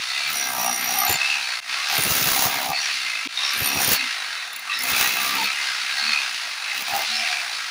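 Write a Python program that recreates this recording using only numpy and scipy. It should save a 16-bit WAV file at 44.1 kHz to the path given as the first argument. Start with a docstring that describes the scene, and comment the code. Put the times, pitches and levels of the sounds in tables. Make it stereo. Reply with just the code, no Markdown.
"""A rotary hammer chips a concrete block wall, heard from close by in three stretches of work.
Its piston strikes about 65 times a second; each blow shakes gear noise and ringing out of the housing.
When the chisel bites, bursts of noise crack like grit, and tuned resonances ring as steel, block and wall.
Lumps of low noise buffet the two microphone ports as puffs of air and dust. Narrow pitches stand out at
moments, short bright taps come from the chisel, and a rough tone climbs briefly after each of two cuts."""
import sys
import numpy as np
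from scipy import signal
from scipy.fft import rfft, irfft, next_fast_len
from scipy.io import wavfile
from scipy.ndimage import uniform_filter1d

SR = 44100
rng = np.random.default_rng(int(sys.argv[2]) if len(sys.argv) > 2 else 0)


def output_pcm(signal):
    """Save a mono or channel-first signal as 16-bit PCM at the path in sys.argv[1].

    Samples are clipped to [-1, 1] before scaling.
    """
    pcm = np.clip(np.atleast_2d(signal).T, -1, 1) * 32767
    wavfile.write(sys.argv[1], SR, np.round(pcm).astype(np.int16))


N = 339570  # length in samples

# Tone colour of the gear noise: pitch_hz, level_db (per Hz, relative)
HOUSING_COLOUR = [(150, -41.5), (500, -23.5), (760, -13), (1300, -5.5), (2580, 0.5), (3260, -2.5),
                  (4370, -0.5), (6000, -7), (8200, -18), (9600, -13), (13000, -31.5), (15500, -19.5)]
# Resonances of the housing shell: pitch_hz, level_db (relative)
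SHELL_MODES = [(1320, -5), (1620, -3), (1900, -1.5), (2090, 1), (2350, -3), (2570, 1.5), (2750, -1),
               (3600, -2.5), (3950, 1), (4400, 0), (4800, -21), (5250, -8)]
# Resonances of the steel chisel: pitch_hz, level_db (relative)
CHISEL_MODES = [(9360, -3), (10070, -9), (12800, -12), (13040, 0), (13260, -7)]
# Resonances of the concrete block: pitch_hz, level_db (relative)
BLOCK_MODES = [(630, 13.5), (706, 22.5), (789, 21), (948, 13), (1190, 15)]
# Low resonances of the wall: pitch_hz, level_db (relative)
WALL_MODES = [(125, -17), (200, -11.5), (250, -6.5), (335, -11.5), (480, -9)]
# Tone colour of the cracking grit: pitch_hz, level_db (per Hz, relative)
GRIT_COLOUR = [(70, -40), (150, -5.5), (1500, -3), (4000, -1.5), (6500, 2), (8300, -11.5), (10000, 0.5),
               (11700, -8), (13500, -3), (15500, 7)]
# Tilt between the ports, used in part on the left and reversed on the right: pitch_hz, tilt_db
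PORT_TILT = [(60, -7), (130, 3.5), (290, 0), (640, 4), (1410, 11), (3100, 2.5), (6820, -0.5), (15000, -1)]
# Puffs of air on the microphone ports: start_s, level_db (relative)
PUFFS = [(1.089, -26.5), (1.135, -36.5), (1.98, -28), (2.05, -26), (2.095, -27), (2.155, -33), (2.205, -32),
         (2.256, -28), (2.45, -30.5), (2.555, -40), (2.686, -33.5), (3.553, -42), (3.605, -29),
         (3.751, -27), (3.83, -39), (3.871, -28.5), (3.905, -26.5), (4.91, -37), (6.921, -42)]
# Moments when one narrow pitch stands out, a ringing resonance, a blow harmonic or a knock:
# start_s, length_s, pitch_hz, level_db
NARROW_PITCHES = [(0.003, 0.34, 2000, -36), (0.23, 0.12, 139, -48.5), (0.317, 0.2, 5780, -25.5),
                  (0.44, 0.34, 119, -50), (0.47, 0.32, 183, -45), (0.504, 0.36, 5780, -25.5),
                  (0.799, 0.34, 5730, -26.5), (0.56, 0.41, 790, -41), (0.82, 0.37, 787, -29.5),
                  (0.94, 0.13, 1185, -31), (1.057, 0.13, 7110, -26), (1.17, 0.28, 2618, -19),
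                  (1.83, 0.12, 787, -37.5), (2.72, 0.13, 4430, -24), (2.786, 0.099, 5730, -26),
                  (3.247, 0.042, 280, -34), (3.332, 0.2, 3700, -23.5), (3.35, 0.092, 1010, -48),
                  (3.41, 0.066, 780, -46), (3.39, 0.15, 5440, -25), (3.533, 0.5, 5650, -27.5),
                  (3.951, 0.15, 265, -42.5), (4.664, 0.079, 1180, -31), (4.664, 0.18, 1890, -28.5),
                  (4.695, 0.1, 3910, -25), (4.718, 0.12, 5240, -27), (4.673, 0.13, 2630, -26.5),
                  (5.13, 0.27, 1175, -32.5), (5.34, 0.12, 901.5, -26.5), (5.946, 0.24, 4370, -23.5),
                  (5.998, 0.26, 2515, -25), (6, 0.15, 226, -42), (6.93, 0.055, 807, -25),
                  (7.044, 0.22, 224, -45), (7.047, 0.49, 722, -36.5), (7.117, 0.13, 5250, -26),
                  (7.05, 0.16, 4030, -26.5), (7.092, 0.35, 2380, -28)]
# Cuts: the sound is cut off and the next stretch begins, the tool already running: cut_s
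CUTS_S = [1.603, 3.275]
# The trigger is held: start_s, end_s, sag_per_s (target speed lost at full load, in blows per s)
TRIGGER_PULLS = [(0, 1.35, 25), (1.62, 2.88, 17), (3.28, 3.93, 16), (4.61, 5.6, 19), (5.8, 6.13, 0),
                 (6.6, 7.27, 8)]
# The chisel bites: start_s, end_s, then level lists spread evenly over the bite:
# grit_db, steel_db, block_boom_db, wall_thud_db, housing_change_db (below 0 is damped)
BITES = [(0.27, 1.171, (-17, -22.5, -27, -24), (-29, -29, -30.5, -26, -27), (-56, -25, -34, -29),
         (-58, -43, -42, -46), (-0.5, -4.5, -1, 0.5)), (1.881, 2.758, (-16.5, -13, -13, -28),
         (-31, -30, -32, -61), (-31.5, -37, -22.5, -29), (-53, -50, -47, -48), (4.5, -1, 0, -1, -1, -8.5)),
         (3.504, 3.976, (-27, -22, -9), (-23, -28.5, -26.5), (-59, -27, -36), (-50, -36, -40),
         (-1.5, -0.57, 4.2)), (4.499, 4.676, (-46, -38, -47), (-62,), (-72,), (-79,), (-3,)),
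         (4.762, 5.489, (-25.5, -13, -23, -27), (-34, -36, -35, -44), (-48, -34, -46, -27),
         (-38, -59, -40, -38.5), (-3.5, 3.5, -0.1, 2)), (6.744, 6.861, (-15, -31), (-60,), (-59, -42),
         (-39, -71), (-0.78, -9)), (6.871, 7.061, (-13.5, -31.5), (-58,), (-25.5, -20.5), (-41, -49),
         (-1.7, -1.3))]
# Short bright taps of the chisel as it slows and as it picks up speed again:
# start_s, level_db (relative)
TAPS = [(4.529, -43), (4.561, -37.5), (4.593, -44), (4.789, -37), (4.806, -40), (4.82, -35), (4.834, -29)]
# Resonances of the steel in each tap: pitch_hz, level_db (relative)
TAP_MODES = [(10400, -0.5), (11710, -7), (14900, 1), (7260, -5)]

# Motor speed in blows per second; spin-up and coasting times in seconds
START_PER_S, FREE_PER_S, SPIN_UP_S, COAST_S = 54, 78, 0.18, 0.87
REFERENCE_PER_S = 66
LOAD_EASES = 0.66  # share of the load gone by the end of a bite
HOUSING_DB, DB_PER_BLOW_PER_S = -24.5, 0.0556  # level at reference speed; louder when faster
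LOOSE_REST, BITING_REST = 0.9, 1.6  # gear noise between strokes: clearer gaps with a loose chisel
SHELL_WIDTH_HZ, PATCHY_DB = 60, 3.4  # width of shell resonances; largest swing of each noise band
IDLE_BOOM_DB, IDLE_THUD_DB = -42.5, -59  # what block and wall pick up, at reference speed
LOOSE_WIDTH, BITING_WIDTH = 0.04, 0.03  # width of a narrow pitch as its share, before 25 Hz is added
BITE_IN_S, BITE_OUT_S, EDGE_DB = 0.08, 0.044, 16  # each bite swells and fades by EDGE_DB
BITE_SPREAD_DB = 4  # extra unevenness of the blows that ring the chisel steel and crack the grit
PUFF_S, PUFF_PAN_DB = 0.019, -2.5  # time scale of a puff; left minus right
RUMBLE_DB = -30.5  # dust stream on the ports, relative to the grit's level
REFILL_DB, REFILL_S = 9.5, 0.074  # quieter start after a cut; recovery time
CYCLES_PER_BLOW, CLIMB_DB = 8.1, -35  # pitch of the climbing tone; its level setting
TAP_DECAY_S, TAP_WIDTH_HZ = 0.0034, 310
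LEFT_LAG_S = 0.000862
CUTOFF_HZ = 16100


def from_db(db):
    """Turn decibels into a multiplier."""
    return 10 ** (np.asarray(db) / 20)


def rms_one(x):
    """Scale a sound to an average strength of one."""
    return x / np.sqrt(np.mean(x ** 2) + 1e-20)


def in_time(values, step_s):
    """Stretch evenly spaced values over every sample."""
    return np.interp(np.arange(N) / SR, step_s * np.arange(len(values)), values)


def colour(x, points, factor=1):
    """Change the tone with a dB curve over pitch, spaced as the ear hears it."""
    size = next_fast_len(N + 8192)
    hz, db = np.transpose(points)
    bins_hz = np.arange(size // 2 + 1) * SR / size
    curve_db = np.interp(np.log(bins_hz + 1), np.log(hz), db)
    return irfft(rfft(x, size) * from_db(factor * curve_db), size)[..., :N]


def drift(rate_hz):
    """Slow random wandering around zero with a spread of one."""
    r = np.exp(-80 * np.pi * rate_hz / SR)  # one value per 40 samples
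    noise = rng.standard_normal(N // 40 + 2002)
    slow = signal.lfilter([1], [1, -2 * r, r * r], noise)[2000:]
    return np.interp(np.arange(N) / 40, np.arange(len(slow)), rms_one(slow))


def stereo_noise(alike, size=N):
    """White noise, a share of it common to both ports."""
    common, left, right = rng.standard_normal((3, size))
    alike = np.clip(alike, 0, 1)
    return np.sqrt(alike) * common + np.sqrt(1 - alike) * np.array([left, right])


def resonate(x, hz, width_hz):
    """Let one pitch ring; a narrow width rings longer."""
    r = np.exp(-np.pi * width_hz / SR)
    return signal.lfilter([1, 0, -1], [1, -2 * r * np.cos(2 * np.pi * hz / SR), r * r], x + 1e-18)


def motor(step_s=0.005):
    """Speed spins up under power, sags while the chisel bites and coasts down off the trigger."""
    speed = [START_PER_S]
    for s in np.arange(0, N / SR, step_s):
        load = sum(1 - LOAD_EASES * (s - start) / (end - start)
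                   for start, end, *levels in BITES if start + BITE_IN_S < s < end)
        goals = [FREE_PER_S - sag * load for on, off, sag in TRIGGER_PULLS if on <= s < off]
        pull = (goals[0] - speed[-1]) / SPIN_UP_S if goals else -speed[-1] / COAST_S
        # each later stretch begins at the starting speed
        new_stretch = any(0 <= s - cut < step_s for cut in CUTS_S)
        speed.append(START_PER_S if new_stretch else speed[-1] + step_s * pull)
    return in_time(speed, step_s)


def blows(per_s, jitter_s, spread_db):
    """Sample index and strength of each piston blow; slow blows are weaker."""
    at = np.flatnonzero(np.diff(np.floor(np.cumsum(per_s) / SR)))
    chance = rng.standard_normal((len(at), 2))
    shift = (chance[:, 0] * jitter_s * SR).astype(int)
    strength = per_s[at] / REFERENCE_PER_S * from_db(spread_db * chance[:, 1])
    return np.clip(at + shift, 0, N - 1), strength


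def after_blows(at, strength, decay_s, rest, rise_s):
    """Loudness that swells at each blow and dies away to a resting level."""
    clicks = np.zeros(N)
    clicks[at] = strength
    rise = np.exp(-1 / (rise_s * SR))
    fall = np.exp(-1 / (decay_s * SR))
    return rest + signal.lfilter([1 - rise], np.convolve([1, -rise], [1, -fall]), clicks)


def strokes(at, strength, cluster_s, alike):
    """A stroke is a cluster of contacts repeated at every blow; three patterns blend slowly."""
    clicks, out = np.zeros((1, N)), 0
    clicks[0, at] = strength
    window = np.exp(-0.5 * (np.arange(-400, 400) / (cluster_s * SR)) ** 2)
    blend = np.array([drift(2.67) for k in range(3)])
    for share in blend / np.linalg.norm(blend, axis=0):
        pattern = window * stereo_noise(alike, size=800)
        out = out + share * signal.oaconvolve(clicks, pattern, axes=1)[:, 400:N + 400]
    return rms_one(out)


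def struck(modes, push, width_hz, wander_db, waver_s=0):
    """The push rings every resonance; the grip slowly shifts levels and, with waver_s, pitches."""
    out = 0
    for hz, level_db in modes:
        # the second pass steepens the sides of the resonance
        ring = rms_one(resonate(resonate(push, hz, width_hz), hz, 3 * width_hz))
        read = np.arange(N) + waver_s * SR * drift(4.0)
        gain = from_db(level_db + wander_db * np.tanh(drift(6.3)))
        out = out + gain * [np.interp(read, np.arange(N), side) for side in ring]
    return rms_one(out)


def housing(at, strength, push, per_s, depth):
    """Gear and brush noise swells with strokes, patchy by band, brighter at speed; the shell rings."""
    rest_level = LOOSE_REST + (BITING_REST - LOOSE_REST) * depth
    swell = after_blows(at, strength, 0.0035, rest_level, 0.001)
    swell = swell / uniform_filter1d(swell, size=3000)  # strokes change the grain, not the level
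    rattle = rms_one(colour(stereo_noise(0.0076) * swell + 0.095 * push, HOUSING_COLOUR))
    pace = per_s / REFERENCE_PER_S
    out, rest = 0, rattle
    for band, edge_hz in enumerate([1100, 2000, 3300, 5500]):
        low = signal.sosfiltfilt(signal.butter(2, edge_hz, fs=SR, output="sos"), rest)
        patchy = from_db(PATCHY_DB * np.tanh(drift(7.3)))
        out = out + low * patchy * pace ** (0.5 * band)
        rest = rest - low
    shell = struck(SHELL_MODES, push, SHELL_WIDTH_HZ, wander_db=8.0, waver_s=0.0003)
    return out + rest * pace ** 0.68 + from_db(-3.5) * shell


def concrete_block(at, strength):
    """Very short blows and some noise make the block's middle resonances boom."""
    push = strokes(at, strength, 0.00031, 1.0) + 0.5 * stereo_noise(0.54)
    return struck(BLOCK_MODES, push, 66, wander_db=5.5, waver_s=0.00057)


def wall_thud(at, strength):
    """Bare blows ring the wall's low resonances and give clear harmonics."""
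    clicks = np.zeros(N)
    clicks[at] = strength
    return struck(WALL_MODES, clicks + 0.03 * stereo_noise(0.6), 45, wander_db=4)


def narrow_pitches(push, depth):
    """One narrow pitch swells and fades; it is wider when higher, narrower while the chisel bites."""
    out = np.zeros((2, N))
    for s, length_s, hz, level_db in NARROW_PITCHES:
        i, n = int(s * SR), int(length_s * SR)
        width_share = LOOSE_WIDTH + (BITING_WIDTH - LOOSE_WIDTH) * depth[i + n // 2]
        width_hz = width_share * hz + 25
        drive = push[:, i:i + n] + 0.5 * stereo_noise(0.4, size=n)
        ring = resonate(resonate(drive, hz, width_hz), hz, 2 * width_hz)
        out[:, i:i + n] += from_db(level_db) * rms_one(ring) * signal.windows.tukey(n, 0.7)
    return out


def bites():
    """Gains of grit, steel, block and wall; housing change in dB; how far the chisel is in, 0-1."""
    t, gains, housing_change_db, depth = np.arange(N) / SR, np.zeros((4, N)), np.zeros(N), np.zeros(N)
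    for start, end, *layers in BITES:
        i = slice(int(start * SR), int(end * SR))
        going_in = np.clip((t[i] - start) / BITE_IN_S, 0, 1)
        coming_out = np.clip((end - t[i]) / BITE_OUT_S, 0, 1)
        depth[i] = np.minimum(going_in, coming_out)
        *levels, change_db = [np.interp(t[i], np.linspace(start, end, len(db)), db) for db in layers]
        gains[:, i] += from_db(np.array(levels) - EDGE_DB * (1 - depth[i]))
        housing_change_db[i] += change_db * depth[i]
    return gains, housing_change_db, depth


def chisel_steel(at, landed):
    """Uneven blows and some noise make the high resonances of the steel ring."""
    push = strokes(at, landed, 0.0008, 0.4) + 0.5 * stereo_noise(0.4)
    return struck(CHISEL_MODES, push, 90, wander_db=5)


def grit(at, landed):
    """Grains of uneven size crack off, loudest just after a blow."""
    sizes = from_db(3.4 * np.minimum(rng.exponential(1, N), 5))
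    swell = after_blows(at, landed, 0.00078, 0.23, 0.00048)
    return rms_one(colour(sizes * stereo_noise(0.2) * swell, GRIT_COLOUR))


def buffeting(cracking):
    """Puffs are lumps of low noise, nearly separate at each port; a lighter rush runs under the grit."""
    swell, age = np.zeros(N), np.arange(4000) / SR / PUFF_S
    for s, level_db in PUFFS:
        i = int(s * SR)
        swell[i:i + 4000] += from_db(level_db) * age * np.exp(1 - age ** 2)
    noise = stereo_noise(0.021)
    lows = rms_one(signal.sosfilt(signal.butter(2, [75, 200], "band", fs=SR, output="sos"), noise))
    air = rms_one(signal.sosfilt(signal.butter(2, [140, 560], "band", fs=SR, output="sos"), noise))
    pan = from_db([[PUFF_PAN_DB / 2], [-PUFF_PAN_DB / 2]])
    return pan * (swell * (lows + 0.69 * air) + from_db(RUMBLE_DB) * cracking * air)


def cuts():
    """Sound drops to silence at each cut and fills up again within a few hundredths of a second."""
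    gain = 1
    for s in CUTS_S:
        age = np.maximum(np.arange(N) / SR - s, 0)
        gap = 1 - np.exp(-(age / 0.012) ** 2)
        recovery = from_db(-REFILL_DB * np.exp(-(age / REFILL_S) ** 2))
        gain = gain * np.where(age > 0, gap * recovery, 1)
    return gain


def climbing_tone(per_s):
    """A rough tone and its octave climb briefly as the sound comes back after each cut."""
    phase = 2 * np.pi * np.cumsum(CYCLES_PER_BLOW * per_s) / SR
    swell = sum(np.exp(-((np.arange(N) / SR - s - 0.19) / 0.07) ** 2) for s in CUTS_S)
    tones = 0.5 * np.sin(phase) + np.sin(2 * phase)
    return from_db(CLIMB_DB) * swell * drift(40.0) * tones


def taps():
    """Each tap is a short bright burst in the steel."""
    out, age = np.zeros((2, N)), np.arange(900) / SR
    for s, level_db in TAPS:
        i = int(s * SR)
        burst = stereo_noise(0.58, size=900) * np.exp(-age / TAP_DECAY_S)
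        ring = sum(from_db(db) * rms_one(resonate(burst, hz, TAP_WIDTH_HZ)) for hz, db in TAP_MODES)
        out[:, i:i + 900] += from_db(level_db) * ring
    return out


def scene():
    """Layers of tool, block and wall are mixed, reach the two ports and meet the puffs there."""
    per_s = motor()
    (cracking, ringing, boom, thud), housing_change_db, depth = bites()
    pace_db = DB_PER_BLOW_PER_S * (per_s - REFERENCE_PER_S)
    at, strength = blows(per_s, jitter_s=0.0001, spread_db=1.2)
    landed = strength * from_db(BITE_SPREAD_DB * rng.standard_normal(len(at)))
    push = strokes(at, strength, 0.0013, 0.3) + (0.6 + 0.2 * depth) * stereo_noise(0.15)

    housing_gain = from_db(HOUSING_DB + pace_db + housing_change_db)
    mix = housing_gain * housing(at, strength, push, per_s, depth)
    mix = mix + (boom + from_db(IDLE_BOOM_DB + pace_db)) * concrete_block(at, strength)
    mix = mix + (thud + from_db(IDLE_THUD_DB + pace_db)) * wall_thud(at, strength)
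    mix = mix + narrow_pitches(push, depth)
    mix = mix + ringing * chisel_steel(at, landed)
    mix = mix + from_db(3.3 * drift(9.6)) * cracking * grit(at, landed)
    left, right = mix + climbing_tone(per_s) + taps()

    left = np.interp(np.arange(N) - LEFT_LAG_S * SR, np.arange(N), left)  # the far port hears later
    at_ports = np.array([colour(left, PORT_TILT, 0.52), colour(right, PORT_TILT, -0.77)])
    return cuts() * (at_ports + buffeting(cracking))


def record(dry):
    """The microphone drops the deep bass and rounds the peaks; the top is cut."""
    dry = signal.sosfilt(signal.butter(2, 65, "high", fs=SR, output="sos"), dry)
    dry = 0.8 * np.tanh(dry / 0.8)
    return signal.sosfilt(signal.cheby2(24, 90, CUTOFF_HZ, fs=SR, output="sos"), dry)


dry = scene()
out = record(dry)
output_pcm(out)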